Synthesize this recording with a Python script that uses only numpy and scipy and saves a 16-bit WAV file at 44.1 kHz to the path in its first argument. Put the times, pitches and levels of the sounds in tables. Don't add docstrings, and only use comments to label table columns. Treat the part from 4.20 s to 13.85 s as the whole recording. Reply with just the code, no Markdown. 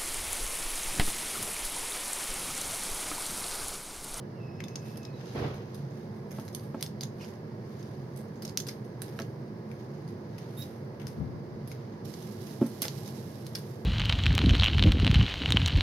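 import sys
import numpy as np
from scipy import signal
from scipy.fft import rfft, irfft, next_fast_len
from scipy.io import wavfile

SR = 44100
rng = np.random.default_rng(int(sys.argv[2]) if len(sys.argv) > 2 else 0)


def log_audio(samples):
    frames = np.atleast_2d(samples).T
    limited = np.clip(frames, -1, 1)
    pcm = np.round(limited * 32767).astype(np.int16)
    wavfile.write(sys.argv[1], SR, pcm)


def decibels_to_gain(level_db):
    exponent = np.asarray(level_db, float) / 20
    return 10 ** exponent


N = 425565


def rms_one(x):
    return x / np.sqrt(np.mean(x ** 2) + 1e-20)


def in_time(rows):
    s, *columns = np.transpose(rows)
    t = np.arange(N) / SR
    gate = np.clip(np.minimum(t - s[0], s[-1] - t) / 0.0081, 0, 1)
    return [gate] + [np.interp(t, s, column) for column in columns]


def at_hz(points, hz, order=1):
    points = np.array(points)
    return np.interp(np.log(hz + 1), np.log(points[:, 0] + 1), points[:, order], right=-99)


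def left_right(points, hz):
    return np.array([at_hz(points, hz, order=1), at_hz(points, hz, order=2)])


def coloured(x, gain):
    size = next_fast_len(N)
    hz = np.arange(size // 2 + 1) * SR / size
    return irfft(rfft(x, size) * gain(hz), size)[..., :N]


def drift(rate_hz):
    r = np.exp(-2 * np.pi * rate_hz / SR)
    noise = rng.standard_normal(N + SR)
    return rms_one(signal.lfilter([1], [1, -2 * r, r * r], noise)[SR:])


def swell(s, rise_s, hold_s, fade_s):
    t = np.arange(N) / SR - s
    slope = np.maximum(-t / abs(rise_s), (t - hold_s) / abs(fade_s))
    return decibels_to_gain(-10 * np.maximum(slope, 0))


def ring(clicks, hz, t60_s):
    r, w = decibels_to_gain(-60 / (t60_s * SR)), 2 * np.pi * hz / SR
    return signal.lfilter([0, np.sin(w)], [1, -2 * r * np.cos(w), r * r], clicks + 1e-18)


# hz, likeness_0_to_1
SIDE_LIKENESS = [(30, .6), (60, 1), (130, 0.98), (300, 1), (600, 0.51), (1000, 0.22), (2000, 0.17),
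                 (4000, 0.083), (15000, .05)]
# hz, left_minus_right_db
SIDE_LEAN = [(60, -2), (120, -1), (240, -2.0), (480, -4.0), (950, -5), (1890, -3.5), (3770, 5.5), (7520, 0),
             (15000, 0.5)]
RIGHT_LAG_MS = 0.19


def wide_noise(spectrum):
    shared, left, right = rng.standard_normal((3, N))

    def alike(hz):
        return np.clip(at_hz(SIDE_LIKENESS, np.minimum(hz, SIDE_LIKENESS[-1][0])), 0, 1)

    def shared_gain(hz):
        lag = np.exp(-2j * np.pi * np.outer([0, RIGHT_LAG_MS / 1000], hz))
        return np.sqrt(alike(hz)) * lag

    def colour_gain(hz):
        lean_db = at_hz(SIDE_LEAN, np.minimum(hz, SIDE_LEAN[-1][0]))
        return decibels_to_gain(at_hz(spectrum, hz) + np.outer([.5, -.5], lean_db))

    pair = coloured(shared, shared_gain)
    pair = pair + coloured(np.array([left, right]), lambda hz: np.sqrt(1 - alike(hz)))
    pair = coloured(pair, colour_gain)
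    return pair / np.sqrt(np.mean(pair.mean(axis=0) ** 2))


# pitch_hz, width_hz, level_db (before a 1.2 dB lean to the right)
DRONE_RESONANCES = [(139.4, 18.4, -47), (215.7, 11.7, -51.5), (362, 26, -54), (464.2, 10.6, -59),
                    (1660, 34, -73)]
# hz, relative_db_per_hz
DRONE_SPECTRUM = [(25, -7.5), (60, -44), (100, -0.5), (134, 1), (181, -7), (213, -3.5), (260, -13),
                  (367, -9.5), (560, -15.5), (743, -21.5), (1000, -22.5), (1300, -30.5), (2100, -32),
                  (2500, -42.5), (4000, -49.5)]
# hz, relative_db_per_hz
AIR_SPECTRUM = [(1500, -25), (2600, -4), (3300, -15.5), (4000, -1), (5000, 4.5), (6300, -7.5), (7400, -17),
                (8500, -12), (10000, -11.5), (12000, -11), (15000, -11.5), (16400, -17)]
DRONE_DB, AIR_DB = -41, -71.5


def drone():
    hum = 0
    for pitch_hz, width_hz, level_db in DRONE_RESONANCES:
        t60_s = np.log(1000) / (np.pi * width_hz)
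        hum = hum + decibels_to_gain(level_db) * rms_one(ring(rng.standard_normal(N), pitch_hz, t60_s))
    low = decibels_to_gain(DRONE_DB) * wide_noise(DRONE_SPECTRUM)
    air = decibels_to_gain(AIR_DB) * wide_noise(AIR_SPECTRUM)
    return low + air + hum * decibels_to_gain([[-1.2], [1.2]])


# hz, relative_db_per_hz
RUSH_SPECTRUM = [(30, -7), (97, 0.5), (140, -2), (190, -16), (270, -7), (376, -7), (600, -13),
                 (1050, -19.5), (2500, -27.5), (5000, -36), (6500, -49), (7500, -60)]
RUSH_S, RUSH_DB, RUSH_RISE_S, RUSH_HOLD_S, RUSH_FADE_S = 1.162, -32, 0.012, 0.095, 0.11


def rush():
    gain = swell(RUSH_S, RUSH_RISE_S, RUSH_HOLD_S, RUSH_FADE_S)
    return gain * decibels_to_gain(RUSH_DB + 1.2 * drift(35)) * wide_noise(RUSH_SPECTRUM)


# (before +3 dB left, -9 dB right)
LOW_PUFFS = [(6.85, 0.095, -45), (7.006, 0.16, -32), (7.318, 0.07, -49.5)]
PUFF_RISE_SHARE = 0.23


def puffs():
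    gain = 0
    for loudest_s, fade_s, level_db in LOW_PUFFS:
        gain = gain + decibels_to_gain(level_db) * swell(loudest_s, PUFF_RISE_SHARE * fade_s, 0, fade_s)
    band = signal.butter(2, [35, 170], "band", fs=SR, output="sos")
    lumps = rms_one(signal.sosfilt(band, rng.standard_normal(N)))
    return gain * decibels_to_gain(drift(12)) * lumps * decibels_to_gain([[3.0], [-9.0]])


# time_s, relative_level_db
HISS_LEVEL = [(7.846, -49.5), (7.87, -56), (8.5, -59), (8.77, -54.5), (8.92, -57), (9.2, -60), (9.55, -62),
              (9.67, -71)]
# hz, relative_db_per_hz
HISS_SPECTRUM = [(1500, -11), (3000, -6), (5500, -2), (7600, -11.5), (9500, -10), (11500, -4), (14000, -11),
                 (16000, -25)]


def hiss():
    gate, level_db = in_time(HISS_LEVEL)

    def gain(hz):
        left_db = np.interp(hz, [3000, 8000, 14000], [-9, -22, -30])
        shade_db = np.array([left_db, 0 * hz])
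        return decibels_to_gain(at_hz(HISS_SPECTRUM, hz) + shade_db) * (hz > 800)

    pair = coloured(rng.standard_normal((2, N)), gain)
    grain_db = 1.2 * drift(8.6) + 2.0 * drift(200)
    return gate * decibels_to_gain(level_db + 4.5 + grain_db) * pair / np.std(pair[1])


# time_s, pitch_hz (before waver), relative_level_db
FAR_SQUEAL = [(0, 3050, -80), (.14, 2830, -86), (.165, 2790, -69), (.19, 2760, -67), (.205, 2630, -65),
              (.24, 2590, -64), (.4, 2580, -66), (.48, 2570, -63.5), (.56, 2600, -65), (.63, 2590, -68),
              (.77, 2615, -66), (.8, 2620, -68), (.84, 2580, -65), (.88, 2540, -67), (.92, 2570, -69),
              (.97, 2540, -76), (1.04, 2760, -73), (1.1, 2740, -68), (1.13, 2720, -78)]
OCTAVE_DB, OCTAVE_S, OCTAVE_RISE_S, OCTAVE_HOLD_S, OCTAVE_FADE_S = -70, 0.3, .09, 0.57, .05


def squeal():
    gate, pitch_hz, level_db = in_time(FAR_SQUEAL)
    phase = 2 * np.pi * np.cumsum(pitch_hz + 32 * drift(114)) / SR
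    low_db = level_db - 1.5 + 2.8 * drift(40) + 3 * drift(250)
    low = decibels_to_gain(low_db) * np.sin(phase)
    octave_gain = swell(OCTAVE_S, OCTAVE_RISE_S, OCTAVE_HOLD_S, OCTAVE_FADE_S)
    high = octave_gain * decibels_to_gain(OCTAVE_DB + 1.9 * drift(200)) * np.sin(2 * phase)
    return np.sqrt(2) * gate * (low + high) * decibels_to_gain([[-1.2], [1.2]])


SLIP_EDGE_SHARE = 0.22


def slip_tone(slip, partials_db, wobble_hz, flicker_db):
    start_s, length_s, from_hz, to_hz, level_db = slip
    done = np.clip((np.arange(N) / SR - start_s) / length_s, 0, 1)
    gain = np.clip(np.minimum(done, 1 - done) / SLIP_EDGE_SHARE, 0, 1) * decibels_to_gain(level_db)
    pitch_hz = to_hz + (from_hz - to_hz) * (1 - done) ** 2 + wobble_hz * drift(161)
    phase = 2 * np.pi * np.cumsum(pitch_hz) / SR
    tone = 0
    for k, db in enumerate(partials_db):
        rough_db = flicker_db * drift(44) + 1.9 * k * drift(700)
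        tone = tone + decibels_to_gain(db + rough_db) * np.sin((k + 1) * phase)
    return np.sqrt(2) * gain * tone


# start_s, length_s, first_pitch_hz, last_pitch_hz, level_db (before a 1.5 dB lean left)
LOW_WHINE = (8.56, .42, 870, 805, -65)


def whine():
    return slip_tone(LOW_WHINE, [0], wobble_hz=25, flicker_db=3.5) * decibels_to_gain([[1.5], [-1.5]])


# start_s, relative_level_db, contact_pole_hz, boom_db (modes below 450 Hz), push_ms
STOOL_KNOCKS = [(1.148, -31, 1000, -1, 2.7), (2.183, -29.5, 2500, -3.5, 3.34),
                (2.543, -25, 1700, -4.5, 2.65), (4.991, -28.5, 1900, -11, 3.6), (5, -27.5, 1900, -5, 3.4),
                (8.4124, -19.5, 790, 6.5, 4.37), (8.423, -24, 1090, 4.5, 2.62), (8.436, -31, 1200, -16, 1),
                (8.458, -32, 900, -1, 2.5), (8.619, -29.5, 2000, -6.5, 2.34),
                (8.652, -27.5, 1200, -24, 0.82)]
# pitch_hz, relative_level_db, t60_s
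STOOL_MODES = [(235.7, -3.5, 0.17), (274, 1.5, 0.11), (345, 2, 0.046), (380, -9.5, 0.03), (550, -8, 0.071),
               (651, -7.5, 0.063), (860, -5, 0.044), (1086, -7.5, 0.031), (1289, -11.5, 0.047),
               (1590, -18, 0.046), (2150, -24, 0.017), (2800, -30, 0.013)]
SCUFF_DB, SCUFF_S = -30, 0.037


def stool():
    out, t = np.zeros(N), np.arange(SR // 2) / SR
    grains = rng.standard_normal((len(STOOL_KNOCKS), len(t)))
    for (start_s, level_db, pole_hz, boom_db, push_ms), grain in zip(STOOL_KNOCKS, grains):
        scuff = decibels_to_gain(SCUFF_DB) * np.diff(grain, prepend=0) * np.exp(-t / SCUFF_S)
        push = np.zeros(len(t))
        push[0] = 0.32
        push[round(push_ms * SR / 1000)] -= 1.0
        soft = np.exp(-2 * np.pi * np.clip(pole_hz, 100, 8000) / SR)
        push = signal.lfilter([(1 - soft) ** 2], [1, -2 * soft, soft ** 2], push)
        blow = decibels_to_gain(level_db - 4.0) * (push + scuff)
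        rung = 0
        for hz, mode_db, t60_s in STOOL_MODES:
            rung = rung + decibels_to_gain(mode_db + boom_db * (hz < 450)) * ring(blow, hz, t60_s)
        at = round(start_s * SR)
        out[at:at + len(rung)] += rung[:N - at]
    out = signal.sosfilt(signal.butter(2, 150, "high", fs=SR, output="sos"), out)
    return out * decibels_to_gain([[-.8], [.8]])


# loudest_s, fade_s (per 10 dB), body_db, bright_minus_body_db
SLIDES = [(.67, 0.12, -56, -5.5), (1.08, 0.26, -54.5, -14), (1.19, 0.13, -53.5, -9),
          (1.55, 0.21, -62.5, -13), (1.78, 0.13, -63, -8), (1.96, 0.051, -73, 1), (2.166, 0.11, -58.5, -2),
          (2.42, 0.083, -63.5, 2), (2.6, 0.11, -59.5, -15), (3.02, 0.086, -55.5, -6.5),
          (3.59, 0.36, -62.5, -8), (3.99, 0.2, -75, 2), (4.29, .05, -60, -3), (4.5, 0.061, -54, -4),
          (4.84, 0.064, -57, -10), (4.97, 0.15, -64, -2), (5.5, 0.092, -71, -4), (5.78, 0.35, -66, -11),
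          (6.22, 0.25, -61, -12), (5.6, 0.039, -59, -11), (6.39, 0.14, -57.5, -1.5),
          (6.418, 0.021, -68, -8), (6.89, 0.1, -62, -4), (7.58, 0.39, -65, -15), (8.04, 0.25, -62, -6),
          (8.5, 0.22, -73, -20), (8.628, 0.025, -44, -9), (8.662, 0.03, -51, -6), (9.38, 0.071, -58, -8)]
# hz, left_relative_db, right_relative_db
SKID_BODY_SPECTRUM = [(700, -38, -45), (1290, -20.5, 8), (2500, -1.5, 3.5), (4800, 6, -2), (6300, -2.5, 4),
                      (7940, -30, -14.5), (9000, -43, -37)]
# hz, left_relative_db, right_relative_db
SKID_BRIGHT_SPECTRUM = [(6700, -35, -18), (8600, -2.5, -4.5), (10500, -3, -0.5), (11800, -16, 4.5),
                        (13250, -17, 0), (15700, -25.5, -24.5)]
SKID_RISE_SHARE = 0.47
SHUFFLE_DB, SHUFFLE_BRIGHT_DB = -70.5, -86


def skid():
    body_power, bright_power = decibels_to_gain(SHUFFLE_DB) ** 2, decibels_to_gain(SHUFFLE_BRIGHT_DB) ** 2
    for loudest_s, fade_s, body_db, bright_db in SLIDES:
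        power = (decibels_to_gain(body_db) * swell(loudest_s, SKID_RISE_SHARE * fade_s, 0, fade_s)) ** 2
        body_power = body_power + power
        bright_power = bright_power + power * decibels_to_gain(bright_db) ** 2
    grit = rng.standard_normal((2, 2, N)) * decibels_to_gain(0.92 * drift(64) + 2.0 * drift(360))
    grit = grit + 0.031 * grit[:, :1]

    def band(noise, spectrum):
        lowest_hz = .7 * spectrum[0][0]
        return rms_one(coloured(noise, lambda hz: decibels_to_gain(left_right(spectrum, hz)) * (hz > lowest_hz)))

    body = band(grit[0], SKID_BODY_SPECTRUM) * np.sqrt(body_power)
    bright = band(grit[1], SKID_BRIGHT_SPECTRUM) * np.sqrt(bright_power)
    return body + bright


# start_s, length_s, first_pitch_hz, last_pitch_hz, relative_level_db
SQUEAK_SLIPS = [(.895, .035, 4280, 4230, -72), (.93, .055, 3980, 3900, -66.5),
                (1.065, .06, 3940, 3860, -68), (2.995, .06, 2580, 2780, -53),
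                (6.366, .078, 3720, 3760, -53)]
# level of each partial, relative_db
SQUEAK_PARTIALS = [
    [3],
    [5.5],
    [-3],
    [2, -7],
    [4, -11, -2.5, -4],
]
# rms pitch waver, hz
SQUEAK_WAVER_HZ = [60, 55, 70, 250, 48]


def squeaks():
    tones = 0
    for slip, partials_db, waver_hz in zip(SQUEAK_SLIPS, SQUEAK_PARTIALS, SQUEAK_WAVER_HZ):
        tones = tones + slip_tone(slip, partials_db, waver_hz, flicker_db=2.5)
    return tones * decibels_to_gain([[-1.5], [1.5]])


ROOM_T60_S = 0.18


def echoes(x, room_db):
    t = np.arange(SR // 2) / SR
    decay = decibels_to_gain(room_db - 60 * t / ROOM_T60_S) * np.clip(t / 0.0023, 0, 1)
    tail = rng.standard_normal((2, len(t))) * decay
    return signal.fftconvolve(x, tail, axes=1)[:, :N]


# hz, left_db, right_db
PORT_RESPONSE = [(1040, -10.5, -9), (5850, -2, -0.5), (7500, -23, -1.5), (9200, -1.5, -2),
                 (11500, -11, 5.5), (13400, -13.5, 3.5), (16100, -23, -7)]


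def through_ports(x):
    return coloured(x, lambda hz: decibels_to_gain(left_right(PORT_RESPONSE, hz)))


# start_s, relative_level_db, dull_db (rings below 3100 Hz),
# bright_db (rings above 7500 Hz), loudest_ring_hz; dull and bright before fixed offsets
TOY_TAPS = [(0.4035, -34.5, 3.5, -35, 2200), (0.4393, -29, -8, -12, 3540), (0.4827, -39.5, 0, -8, 2610),
            (0.5566, -22.5, -10, -22, 5100), (.7582, -39.5, 4, 0, 2820), (0.772, -36.5, -12, 4, 5170),
            (.831, -37, -17.5, -15, 6000), (0.851, -35, -25, -20, 5300), (1.006, -45, 6, -17, 4900),
            (1.056, -51, -8, 0, 2740), (1.1284, -57.5, -1, 15, 3960), (1.3414, -53, -2, 0, 2330),
            (1.545, -40, -17, 0, 4800), (1.702, -57.5, -13, -24, 6300), (2.109, -41.5, 1, -2, 3530),
            (2.1978, -38.5, 0, 3, 4850), (2.2494, -53, -6, 4.5, 4450), (2.28, -33, -13, -15, 4050),
            (2.327, -58, -10, 0, 4600), (2.3482, -29, -28, 0.5, 4700), (2.3957, -37, -25, -14, 4670),
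            (2.4314, -55, -10, -6, 2020), (2.609, -27, -17, -3, 2150), (2.6266, -12, -25, 5, 5030),
            (2.6266, -17.5, -25, 7, 3530), (2.6633, -23.5, -22, -24, 4960), (2.809, -30.5, -25, -2, 4800),
            (2.81, -27, -25, -4, 4950), (2.829, -34, -20, -8, 4700), (2.832, -25, -20, -12, 3480),
            (2.8348, -27, -20, -11, 5000), (3.0076, -47, 9, -24, 2620), (3.0464, -38, -7, -20, 5140),
            (3.079, -43, -2, -14, 4950), (3.1368, -56, -7, -24, 2090), (3.4514, -52, -9, -9, 2060),
            (3.5927, -51, -18, -25, 4870), (3.628, -36, -14, -9, 2040), (3.961, -51, -13, 2, 2050),
            (4.157, -48, -14, -26, 4820), (4.222, -39, -9, 2, 4800), (4.2505, -32.5, -14, -2.5, 5400),
            (4.278, -30.5, -14, -7, 5380), (4.291, -38, -14, -24, 4840), (4.3714, -34, -21, -9, 11500),
            (4.3742, -9, -32, 0, 5800), (4.401, -23, -18, -3, 6000), (4.4672, -40, -7, -17, 4700),
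            (4.4698, -32.5, -5, 4, 4670), (4.4842, -36, -20, 9, 6300), (4.4874, -27, -8, -13, 5230),
            (4.645, -57, -23, -3, 2030), (4.819, -28, -3, 3, 4520), (4.863, -54.5, -8, 7, 4650),
            (4.88, -42, -9, -13, 3700), (4.921, -60, 4, -14, 1700), (4.9902, -38.5, 7, -16, 1540),
            (4.9995, -36, 6, 7, 5260), (5.019, -34.5, -14, -11, 4750), (5.5149, -40, -11, -2, 2150),
            (5.878, -42, -8, -4, 4820), (6.182, -37, 0.5, -7, 4830), (6.42, -38, -20, -17, 5260),
            (6.439, -38, -23, -28, 4040), (6.466, -39, -25, -14, 4280), (6.481, -73, -22, -7, 5230),
            (6.798, -51, 7, -4, 5240), (6.8695, -26, -8.5, -3, 5400), (6.879, -39, -14, 3, 5500),
            (7.4751, -39, -7, 5, 6900), (7.501, -50, -11, -3, 4360), (7.5161, -31.5, -9.5, -11, 2175),
            (7.9385, -34, -15, -20, 5000), (8.023, -37, -23, 0, 3950), (8.268, -41, -5, -5, 5100),
            (8.306, -46, -9, -8, 4370), (8.4647, -39.5, -9, 7, 6040), (8.6197, -14.5, -16, 5, 11500),
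            (8.6204, -22, -18, 4.5, 11800), (8.623, -36, -6, -9, 2900), (8.6272, -38, -1, -11, 3630),
            (8.64, -36, -2, -5, 2100), (8.6462, -33, 4, -4, 11000), (8.653, -21.5, -10, -20, 3450),
            (8.659, -40, 3, -6, 4080), (8.664, -43, -8, 0, 4000), (8.6823, -14, -31, -22, 4500),
            (8.705, -47, -10, -12, 4700), (8.8595, -37, -25, -6, 4100), (8.877, -35, -14, -10, 3540),
            (8.8895, -32, -11, -8, 4080), (9.2663, -28.5, -22.5, 0, 3870), (9.3515, -31, -8, 2, 5230),
            (9.3544, -26.5, -4, 7, 4750), (9.36, -38, -3, -5, 3970), (9.376, -37, -5, -12, 3070),
            (9.3846, -43, -21, 3, 4360)]
# pitch_hz, relative_level_db, t60_s
TOY_RINGS = [(1540, 7, 0.0032), (2150, 0.5, 0.0059), (2940, -4, 0.0041), (3540, -8, 0.01),
             (4040, -5, 0.007), (4750, 2.5, 0.0041), (5260, 0.5, 0.0058), (5940, -10, 0.0033),
             (6300, 1.5, 0.0073), (8430, -8.5, 0.0025), (9360, 0.5, 0.0012), (10830, -5, 0.002),
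             (11800, -13, 0.0028), (14200, -19, 0.0014)]
# time_s, left_minus_right_db
TOY_PLACE = [(0, 4), (.85, 4), (1.1, 10), (1.45, -2), (2.3, 2.5), (3.05, 1), (3.6, 2.5), (4.4, 1), (4.9, 1),
             (5.2, 2), (7.5, 3.5), (8.3, -0.5), (9.65, 5.5)]
SECOND_TOUCH_MAX_MS, SECOND_TOUCH_DB = 1, 5.5
CRACK_DB, CRACK_T60_S = -8, 0.002
FLAT_FROM_DB, FLAT_SPAN_DB, FLAT_SWING_DB = -20, 12, 11
RATTLE_DB, RATTLE_LOSS_PER_DB, RATTLE_SPREAD_DB = -16.5, 0.266, 4
RATTLE_T60_S, SCUFF_T60_S = 0.043, 0.23
SMALL_BODY_HZ = 1420


def toy():
    start_s, level_db, dull_db, bright_db, loudest_hz = np.transpose(TOY_TAPS)
    side_db = np.outer([.5, -.5], np.interp(start_s, *np.transpose(TOY_PLACE)))
    at, out = np.round(start_s * SR).astype(int), np.zeros((2, N))
    chance = rng.standard_normal((len(at), len(TOY_RINGS) + 1, 2))
    gap_ms = rng.uniform(.3, 1, len(at)) * SECOND_TOUCH_MAX_MS
    second_at = at + np.round(gap_ms * SR / 1000).astype(int) + 1
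    rattle = rng.standard_normal((2, N)) * decibels_to_gain(4.1 * drift(254))
    soft = np.clip((-36.5 - level_db) / 10, 0, 1)
    flat_db = FLAT_SWING_DB * np.clip((level_db - FLAT_FROM_DB) / FLAT_SPAN_DB, 0, 1)
    rattle_db = RATTLE_DB - flat_db - RATTLE_LOSS_PER_DB * (level_db + 31.0)
    rattle_db = rattle_db + RATTLE_SPREAD_DB * chance[:, -1, 0]
    for k, (hz, ring_db, t60_s) in enumerate(TOY_RINGS):
        share_db = dull_db + 10.0 if hz < 3100 else bright_db + 7.5 if hz > 7500 else 0
        favour_db = 14.2 * np.exp(-(np.log(hz / loudest_hz) / 0.045) ** 2)
        click_db = level_db - 19.5 + ring_db + share_db + favour_db + 4.2 * chance[:, k].T
        clicks, tails = np.zeros((2, 2, N))
        clicks[:, at] = decibels_to_gain(click_db + side_db)
        for share, tail_t60_s in [(1 - soft, RATTLE_T60_S), (soft, SCUFF_T60_S)]:
            bursts = np.zeros((2, N))
            bursts[:, at] = clicks[:, at] * decibels_to_gain(rattle_db - .85 * favour_db) * share
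            tails += signal.lfilter([1], [1, -decibels_to_gain(-60 / (tail_t60_s * SR))], bursts + 1e-18)
        clicks[:, at] *= 1 - 0.6 * soft
        clicks[:, second_at] += clicks[:, at] * decibels_to_gain(SECOND_TOUCH_DB - flat_db) * (-1) ** k
        out += ring(clicks + rattle * tails, hz, t60_s)
    t = np.arange(SR // 200) / SR
    cracks = np.sin(2 * np.pi * np.outer(loudest_hz, t)) * decibels_to_gain(-60 * t / CRACK_T60_S)
    crack_gain = decibels_to_gain(level_db + CRACK_DB + flat_db + side_db) * (1 - soft)
    for start, crack, gain in zip(at, cracks, crack_gain.T):
        out[:, start:start + len(t)] += np.outer(gain, crack)
    return signal.sosfilt(signal.butter(2, SMALL_BODY_HZ, "high", fs=SR, output="sos"), out)


def scene():
    background = drone() + rush() + puffs() + hiss()
    far = squeal() + whine()
    near = toy() + squeaks()
    near = through_ports(near + echoes(near, room_db=-34.0))
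    return background + far + stool() + skid() + near


def low_pass(x):
    return signal.sosfilt(signal.butter(12, 16550, fs=SR, output="sos"), x)


MIC_CUT_HZ, TOP_STOP_HZ = 91.4, 17300


def record(dry):
    thin = signal.sosfilt(signal.butter(2, MIC_CUT_HZ, "high", fs=SR, output="sos"), dry)
    mix = signal.sosfilt(signal.cheby2(10, 60, TOP_STOP_HZ, fs=SR, output="sos"), thin)
    return low_pass(mix)


dry = scene()
out = record(dry)
log_audio(out)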